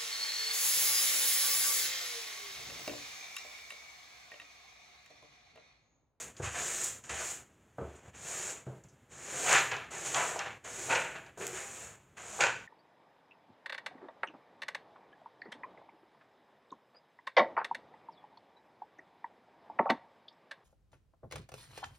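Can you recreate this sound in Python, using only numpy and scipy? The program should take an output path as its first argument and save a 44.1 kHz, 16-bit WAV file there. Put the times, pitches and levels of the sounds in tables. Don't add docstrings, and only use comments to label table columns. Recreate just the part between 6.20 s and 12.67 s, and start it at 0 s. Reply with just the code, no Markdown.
import sys
import numpy as np
from scipy import signal
from scipy.fft import rfft, irfft
from scipy.io import wavfile
from scipy.ndimage import uniform_filter1d

SR = 44100
rng = np.random.default_rng(int(sys.argv[2]) if len(sys.argv) > 2 else 0)


def bounce(signal):
    frames = np.transpose(np.atleast_2d(signal))
    limited = np.clip(frames, -1, 1)
    pcm = np.round(limited * 32767).astype(np.int16)
    wavfile.write(sys.argv[1], SR, pcm)


N = 285327
TIME = np.arange(N) / SR


def gain_of(db):
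    return 10 ** (np.asarray(db) / 20)


def evened(x):
    return x / np.sqrt(np.mean(x ** 2) + 1e-20)


def read(points, hz):
    f, value = np.transpose(points)
    return np.interp(np.log(hz + 1), np.log(f + 1), value)


def add(mix, s, sound):
    part = mix[max(round(s * SR), 0):][:len(sound)]
    part += sound[:len(part)]


def colour(x, db_at, size=8192):
    hz = abs(np.fft.fftfreq(size, 1 / SR))
    log_gain = np.log(gain_of(db_at(hz)))
    response = np.exp(np.conj(signal.hilbert(log_gain)))
    impulse = np.fft.ifft(response).real[:size // 2]
    return signal.oaconvolve(x, impulse)[:len(x)]


def shaped(x, points):
    return colour(x, lambda hz: read(points, hz))


def high_pass(order, hz):
    return signal.butter(order, hz, "high", fs=SR, output="sos")


def hump(hz, centre_hz, steepness):
    ratio = (hz + 1) / centre_hz
    return -10 * np.log10((ratio ** steepness + ratio ** -steepness) / 2)


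def dying(t, t60):
    return np.exp(-np.log(1000) * t / t60)


# frequency in Hz, level in dB.
AIR = [(25, -53.5), (55, -41.5), (110, -40.5), (250, -45.5), (600, -51.5), (1800, -57.5), (3200, -65),
       (5000, -80.5), (7000, -78.5), (10000, -73.5), (15000, -68.5)]


def still_air():
    return shaped(rng.standard_normal(N), AIR)


# frequency in Hz, t60 in seconds.
CABIN_DECAY = [(100, 1), (500, 0.36), (2000, 0.45), (5000, 0.43), (12000, 0.34)]


def cabin(x, wet_db=-8, first_s=0.0029, half_turns_per_s=5, size=256, count=6):
    out = x.copy()
    for k in range(count):
        noise = rng.standard_normal(SR) * (TIME[:SR] > first_s)
        hz, frame_s, bands = signal.stft(noise, SR, nperseg=size)
        fading = bands * dying(frame_s, read(CABIN_DECAY, hz)[:, None])
        tail = signal.istft(fading, SR, nperseg=size)[1]
        share = np.sqrt(2 / count) * np.cos(np.pi * (half_turns_per_s * TIME + k / count))
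        out += gain_of(wet_db) * signal.fftconvolve(x * share, tail / np.linalg.norm(tail))[:N]
    return out


# frequency in Hz, width in Hz, lift in dB.
PANELS = [(363.6, 4.8, 8.5), (483, 31, 1.5), (559, 8.4, -2), (660, 15, 6.5), (720, 16, 6.5), (796, 20, 6.5),
          (918, 12, 5.5), (988, 56, 3.5), (1270, 34, 0.5), (1470, 16, -1), (1648, 6, 5.5), (1885, 63, -1.5),
          (1760, 18, 4.5), (2015, 23, 3), (2090, 42, -2.5), (2270, 75, 1), (2410, 64, 1)]


def panels(x, between_db=-2.5):
    def lift_db(f):
        return between_db + sum(db / (1 + (2 * (f - hz) / width) ** 2) for hz, width, db in PANELS)
    return colour(x, lift_db)


# start in seconds, thud level in dB,
# thud centre in Hz, sole slap level in dB, slap tilt in dB per octave (well above 200 Hz),
# slap t60 in seconds.
BUMPS = [(0.1979, -35.5, 101, -37.5, -.5, 0.13), (0.24, -36, 103, -45, -16, 0.11),
         (0.9, -42, 81, -50.5, -8, 0.39), (1.583, -44.5, 144, -30.5, -2, 0.12),
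         (1.612, -39, 76.6, -34.5, -5.5, 0.26), (1.85, -46.5, 92, -66, -11, .13),
         (2.466, -38.5, 140, -42.5, -5, 0.39), (2.638, -51.5, 152, -62, -9.5, 0.13),
         (2.726, -57, 130, -55, -9, 0.072), (5.174, -56, 330, -43.5, -2, 0.8),
         (5.199, -36.5, 302, -45.5, -1.5, 0.66), (5.262, -49, 340, -50, -14, 0.35),
         (5.33, -45, 338, -60, -4, 0.25)]
# frequency in Hz, relative level in dB, t60 in seconds.
DECK_MODES = [(74, -1.5, 0.46), (100, -0.5, 0.24), (129.9, 5.5, 0.28), (188, 0, 0.33), (377, 7.5, 0.15),
              (445, 4, 0.19), (540, -18, .28), (676, 13, 0.31)]


def thuds(load_s=0.0041):
    out, t = np.zeros(N), TIME[:SR]
    for s, thud_db, centre_hz, *_ in BUMPS:
        ring = np.zeros(len(t))
        for hz, db, t60 in DECK_MODES:
            mode_gain = gain_of(db + hump(hz, centre_hz, 8.2))
            ring += mode_gain * np.sin(2 * np.pi * hz * t) * dying(t, t60)
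        loading = 1 - np.exp(-t / load_s)
        add(out, s, gain_of(thud_db) * ring * loading)
    return out


# frequency in Hz, relative level in dB.
SLAP_COLOUR = [(60, -31), (170, 10), (250, -5.5), (380, 14), (650, 8.5), (900, 1), (1550, 1), (1900, -17),
               (3000, -29), (5000, -44), (12000, -55)]


def soles():
    out, t = np.zeros(N), TIME[:SR // 2]
    for s, _, _, slap_db, tilt_db, t60 in BUMPS:
        dull = lambda hz: read(SLAP_COLOUR, hz) + tilt_db * np.log2(1 + hz / 200)
        burst = evened(colour(rng.standard_normal(len(t)), dull))
        add(out, s, gain_of(slap_db) * burst * dying(t, t60))
    return out


# start in seconds, level in dB, centre in Hz, t60 in seconds.
TAPS = [(0.167, -51.5, 2980, 0.031), (.642, -30, 11100, 0.036), (0.8396, -57, 5600, 0.012),
        (0.898, -36.5, 1480, 0.038), (2.637, -61, 7000, 0.042), (2.685, -65, 6040, 0.14),
        (3.328, -24, 4900, 0.012), (3.329, -27.5, 560, 0.11), (3.513, -43, 2000, 0.073),
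        (3.945, -29.5, 2520, 0.041), (3.956, -40, 935, 0.5), (4.159, -35.5, 690, 0.13),
        (4.1918, -32.5, 3200, 0.01), (4.262, -59, 1160, 0.037), (4.955, -46.5, 1160, 0.088),
        (5.064, -51, 1800, 0.017), (5.268, -30.5, 3200, 0.006), (5.268, -28, 12500, 0.0089),
        (5.278, -32, 13000, .012), (6.208, -29, 2640, 0.061), (6.237, -39, 1400, 0.071)]


def taps(steepness=4, crack=0.1, crack_t60=0.0016):
    out, t = np.zeros(N), TIME[:SR // 2]
    for s, db, centre_hz, t60 in TAPS:
        noise = rng.choice([-1., 1.], len(t))
        burst = evened(colour(noise, lambda hz: hump(hz, centre_hz, steepness)))
        add(out, s, gain_of(db) * burst * (dying(t, t60) + crack * dying(t, crack_t60)))
    return out


def flicks(per_s, spread_db, clump_db, clump_hz):
    clicks = (rng.random(N) < per_s / SR) * rng.choice([-1, 1], N)
    size_db = spread_db * np.minimum(rng.exponential(1, N), 4)
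    smoothing = 1 + (np.fft.rfftfreq(N, 1 / SR) / clump_hz) ** 2
    tufts = evened(irfft(rfft(rng.standard_normal(N)) / smoothing, N))
    return evened(clicks * gain_of(size_db + clump_db * np.clip(tufts, -2, 2)))


def blow(s, rise_s, hold_s, t60):
    t = np.maximum(TIME - s, 0)
    return (1 - np.exp(-(t / rise_s) ** 2)) * dying(np.maximum(t - hold_s, 0), t60)


# start in seconds, scrape, hiss and
# drumming levels in dB, board centre in Hz, wall ring level in dB, rise in seconds,
# hold in seconds, t60 in seconds.
SHOVES = [(3.232, -23, -32, -29.5, 670, -51, 0.085, .13, 0.31),
          (3.949, -36.5, -35.5, -34.5, 980, -47, 0.0097, 0.06, 0.51),
          (4.687, -33.5, -43, -39, 546, -30, 0.013, 0.068, 0.51),
          (6.198, -29, -37.5, -36.5, 758, -27, 0.0066, 0.04, 0.31)]
# frequency in Hz, width in Hz, relative level in dB.
WALL_BANDS = [(530, 57, 3), (680, 270, -6.5), (922, 100, 0.5), (1483, 93, 6.5), (1870, 200, -2),
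              (2520, 300, -0.5), (6150, 2600, -31.5)]


def shoves():
    force = np.zeros(N)
    for s, *_, wall_db, rise_s, hold_s, t60 in SHOVES:
        force += gain_of(wall_db) * blow(s, rise_s, hold_s, t60)

    def ring_db(f):
        power = sum(gain_of(db) ** 2 / (1 + ((f - hz) / width) ** 2) ** 2 for hz, width, db in WALL_BANDS)
        return 10 * np.log10(power + 1e-8)
    snaps = flicks(per_s=1200, spread_db=0.5, clump_db=2.5, clump_hz=80)
    return colour(force * snaps, ring_db) / np.std(colour(snaps, ring_db))


# start in seconds, scrape level in dB,
# hiss level in dB, rise in seconds, t60 in seconds.
SCUFFS = [(0.166, -62, -56, 0.004, 0.84), (0.213, -34.5, -33.5, 0.029, 0.39),
          (0.334, -31.5, -57, 0.024, 0.22), (0.62, -58, -34.5, .015, 0.2),
          (0.835, -57, -52.5, 0.0036, 0.97), (0.89, -39.5, -41, 0.0048, 0.36), (1.75, -75, -55, 0.0081, .2),
          (1.923, -52, -60, 0.016, 0.42), (3.512, -33.5, -69, 0.0028, .42), (3.705, -43, -54, 0.021, .5),
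          (3.839, -42.5, -32, 0.014, 0.26), (4.186, -37.5, -56, 0.0042, 0.39),
          (4.257, -40, -73, 0.0041, 0.15), (4.303, -49, -62.5, 0.0041, 0.1), (4.438, -42, -54, 0.014, 0.31),
          (4.948, -43, -74, 0.0056, 0.21), (5.058, -58, -84, 0.0056, 0.56), (5.197, -41, -43, 0.016, 0.57),
          (5.325, -41, -38.5, 0.031, 0.56), (5.964, -47.5, -57, 0.0062, 0.55)]
SCUFF_DRUM_DB = -6.5
HEAD_LEAD_S, HEAD_HOLD_SHARE, SHOVE_HISS_T60 = 0.013, 0.9, .38


def jolts():
    scrape, hiss, drum = np.zeros((3, N))
    for s, scrape_db, hiss_db, rise_s, t60 in SCUFFS:
        push = blow(0, rise_s, 0, t60)[:SR]
        add(scrape, s, gain_of(scrape_db) * push)
        add(hiss, s, gain_of(hiss_db) * push)
        add(drum, s, gain_of(scrape_db + SCUFF_DRUM_DB) * push)
    for s, scrape_db, hiss_db, drum_db, _, _, rise_s, hold_s, t60 in SHOVES:
        scrape += gain_of(scrape_db) * blow(s, rise_s, hold_s, t60)
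        hiss += gain_of(hiss_db) * blow(s, rise_s, rise_s, SHOVE_HISS_T60)
        drum += gain_of(drum_db) * blow(s - HEAD_LEAD_S, rise_s, HEAD_HOLD_SHARE * hold_s, t60)
    return scrape, hiss, drum


# start in seconds, then speeding up, full speed and slowing in
# seconds, touch-down level in dB, hiss level in dB, top treble in dB against the hiss,
# scrape level in dB, leaning on in dB per second, drumming level in dB, board centre in Hz.
STROKES = [(-0.1, 0.056, 0.061, 0.2, -10, -42.5, 4.5, -50.5, 0, -54, 490),
           (0.31, 0.093, .27, 0.19, -11, -37, 4, -46.5, -24, -51, 427),
           (0.895, 0.11, .11, 0.19, -11, -39.5, 3, -47, -63, -52, 617),
           (1.6, 0.22, 0.078, 0.045, -4.5, -66, -8, -63.5, -14, -61, 490),
           (1.925, .17, 0.21, 0.18, -19.5, -40.5, 2, -49, 7, -51.5, 485),
           (2.885, .41, 0.049, 0.31, -24.5, -32.5, 3.5, -39.5, -15, -41, 454),
           (3.703, 0.22, .17, 0.3, -7, -40, 1.5, -46.5, 0, -46.5, 388),
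           (4.438, 0.21, 0.096, 0.41, -7.5, -41, 2, -49.5, -8, -49, 444),
           (5.172, 0.041, 0.43, 0.32, -3.5, -49, 5.5, -57, 14, -60, 466),
           (5.965, 0.22, 0.045, 0.16, -9, -44.5, 0.5, -53.5, 2, -52, 637)]
RISE_CURVE, FALL_CURVE, HISS_FADE_DB, SCRAPE_FADE_DB = 1.115, 1.03, -42.5, -24.5
SETTLE_S_PER_DB, LIFT_S = .0013, .02
HISS_GATHER, TOP_GATHER = 1.07, 1.37
TOP_FADE_DB, LIGHT_TOUCH = -30.5, .5


def sweeping():
    gains = np.zeros((4, N))
    for start, rise_s, hold_s, fall_s, touch_db, hiss_db, top_db, scrape_db, lean_db, drum_db, _ in STROKES:
        t = TIME[:round((rise_s + hold_s + fall_s + LIFT_S) * SR)]
        settling = t / abs(SETTLE_S_PER_DB * touch_db)
        lifting = (t[-1] - t) / LIFT_S
        contact = np.clip(np.minimum(settling, lifting), 0, 1)
        gather_db = touch_db * np.maximum(1 - t / rise_s, 0) ** RISE_CURVE
        slowing = np.maximum((t - rise_s - hold_s) / fall_s, 0) ** FALL_CURVE
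        leaning_db = lean_db * (np.clip(t - rise_s, 0, hold_s) - hold_s / 2)
        weight_db = gather_db + SCRAPE_FADE_DB * slowing + leaning_db
        speed_db = HISS_GATHER * gather_db + HISS_FADE_DB * slowing
        bright_db = TOP_GATHER * gather_db + TOP_FADE_DB * slowing - LIGHT_TOUCH * leaning_db
        levels = [scrape_db + weight_db, hiss_db + speed_db, hiss_db + top_db + bright_db, drum_db + weight_db]
        already_run = max(round(-start * SR), 0)
        for gain, db in zip(gains, levels):
            add(gain, start, (contact * gain_of(db))[already_run:])
    return gains


def boards(push, centre_hz, steepness=3):
    bands_hz = np.geomspace(200, 1270, num=9)
    spectrum, log_hz = rfft(push), np.log(np.fft.rfftfreq(N, 1 / SR) + 1)
    out = np.zeros(N)
    for hz, only_this in zip(bands_hz, np.eye(len(bands_hz))):
        share = np.interp(log_hz, np.log(bands_hz), only_this)
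        out += irfft(spectrum * share, N) * gain_of(hump(hz, centre_hz, steepness))
    return out


def resonate(x, hz, width_hz):
    turn = np.exp(2j * np.pi * np.cumsum(hz) / SR)
    r = np.exp(-np.pi * width_hz / SR)
    return (turn * signal.lfilter([(1 - r) ** 2], [1, -2 * r, r ** 2], x / turn)).real


def sheen(hiss, straight_hz=10000, bent_hz=6500, width_hz=1500, sheen_db=-15, onset_s=0.21):
    hz, started = np.full(N, float(bent_hz)), np.zeros(N)
    for start, rise_s, hold_s, fall_s, *_ in STROKES:
        end = start + rise_s + hold_s + fall_s
        during = (TIME >= start) & (TIME <= end)
        hz[during] = np.interp(TIME[during], [start, end], [straight_hz, bent_hz])
        started[during] = 1 - np.exp(-(TIME[during] - start) / onset_s)
    ring = resonate(flicks(per_s=3000, spread_db=4.5, clump_db=-0.5, clump_hz=100), hz, width_hz)
    return gain_of(sheen_db) * hiss * started * evened(ring)


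# frequency in Hz, gain in dB.
HISS_COLOUR = [(500, -35), (2500, -3), (4000, -5.5), (5000, -9), (6200, -4.5), (7200, -4.5), (8500, -2.5),
               (10500, -7.5), (15000, -8)]
SCRAPE_COLOUR = [(250, -31), (420, -34), (700, -10), (1100, 8.5), (1550, 14), (2000, 12), (2550, 10),
                 (3200, 3.5), (4200, -6.5), (5500, -26), (9000, -48), (15000, -27)]
CRUNCH_COLOUR = [(1000, -7), (2500, -23), (3500, -2), (5000, -8.5), (6600, -8.5), (8000, -35.5),
                 (15000, -28)]
DRUM_COLOUR = [(35, -16), (70, 5.5), (130, 24), (190, 18), (260, 11), (350, 17.5), (500, 18.5), (720, 17),
               (950, 16), (1300, 18), (2500, 2), (6000, -24)]


def broom(hard_db=-27, crunch_growth=0.58, top_hz=10000, jolt_top_db=-3):
    scrape, hiss, bright, drum = sweeping()
    jolt_scrape, jolt_hiss, jolt_drum = jolts()
    scrape, hiss, drum = np.hypot(scrape, jolt_scrape), np.hypot(hiss, jolt_hiss), np.hypot(drum, jolt_drum)
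    bright = np.hypot(bright, gain_of(jolt_top_db) * jolt_hiss)

    spot_hz = np.interp(TIME, [row[0] + row[1] for row in STROKES], [row[-1] for row in STROKES])
    jolt_hz = np.interp(TIME, [row[0] for row in SHOVES], [row[4] for row in SHOVES])
    jolt_share = (jolt_drum / (drum + 1e-9)) ** 2
    centre_hz = spot_hz + (jolt_hz - spot_hz) * jolt_share

    tips = shaped(flicks(per_s=12000, spread_db=1.5, clump_db=0.8, clump_hz=150), HISS_COLOUR)
    top = signal.sosfiltfilt(high_pass(4, top_hz), tips)
    stiff = shaped(scrape * flicks(per_s=3500, spread_db=1.0, clump_db=0.66, clump_hz=70), SCRAPE_COLOUR)
    pushes = shaped(drum * flicks(per_s=2100, spread_db=-1.0, clump_db=-0.1, clump_hz=50), DRUM_COLOUR)
    crunch = scrape * (scrape / gain_of(hard_db)) ** crunch_growth
    snaps = shaped(crunch * flicks(per_s=2600, spread_db=1.5, clump_db=6, clump_hz=91), CRUNCH_COLOUR)
    return hiss * (tips - top) + bright * top + stiff + snaps + boards(pushes, centre_hz) + sheen(hiss)


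def scene():
    in_cabin = cabin(panels(broom() + shoves() + soles() + taps()))
    sound = in_cabin + thuds() + still_air()
    return np.array([sound, sound])


def gate(x, threshold_db=-55, depth_db=6, knee_db=1.0, size=700):
    power = abs(uniform_filter1d((x ** 2).mean(0), size))
    level_db = 10 * np.log10(power + 1e-12)
    shut = .5 - .5 * np.tanh((level_db - threshold_db) / knee_db)
    return x * gain_of(-depth_db * uniform_filter1d(shut, size))


PORT_HZ, PORT_Q = 7005, 7.6
LOW_CUT_HZ, EDGE_HZ = 56, 15850


def record(dry):
    port_db = lambda hz: -20 * np.log10(abs(1 - (hz / PORT_HZ) ** 2 + 1j * hz / (PORT_HZ * PORT_Q)))
    heard = np.array([colour(channel, port_db) for channel in dry])
    bass_cut = signal.sosfilt(high_pass(4, LOW_CUT_HZ), heard)
    gated = gate(bass_cut)
    edge = signal.firwin(1023, EDGE_HZ, window=("kaiser", 9), fs=SR)
    return signal.oaconvolve(gated, edge[None], "same")


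dry = scene()
out = record(dry)
bounce(out)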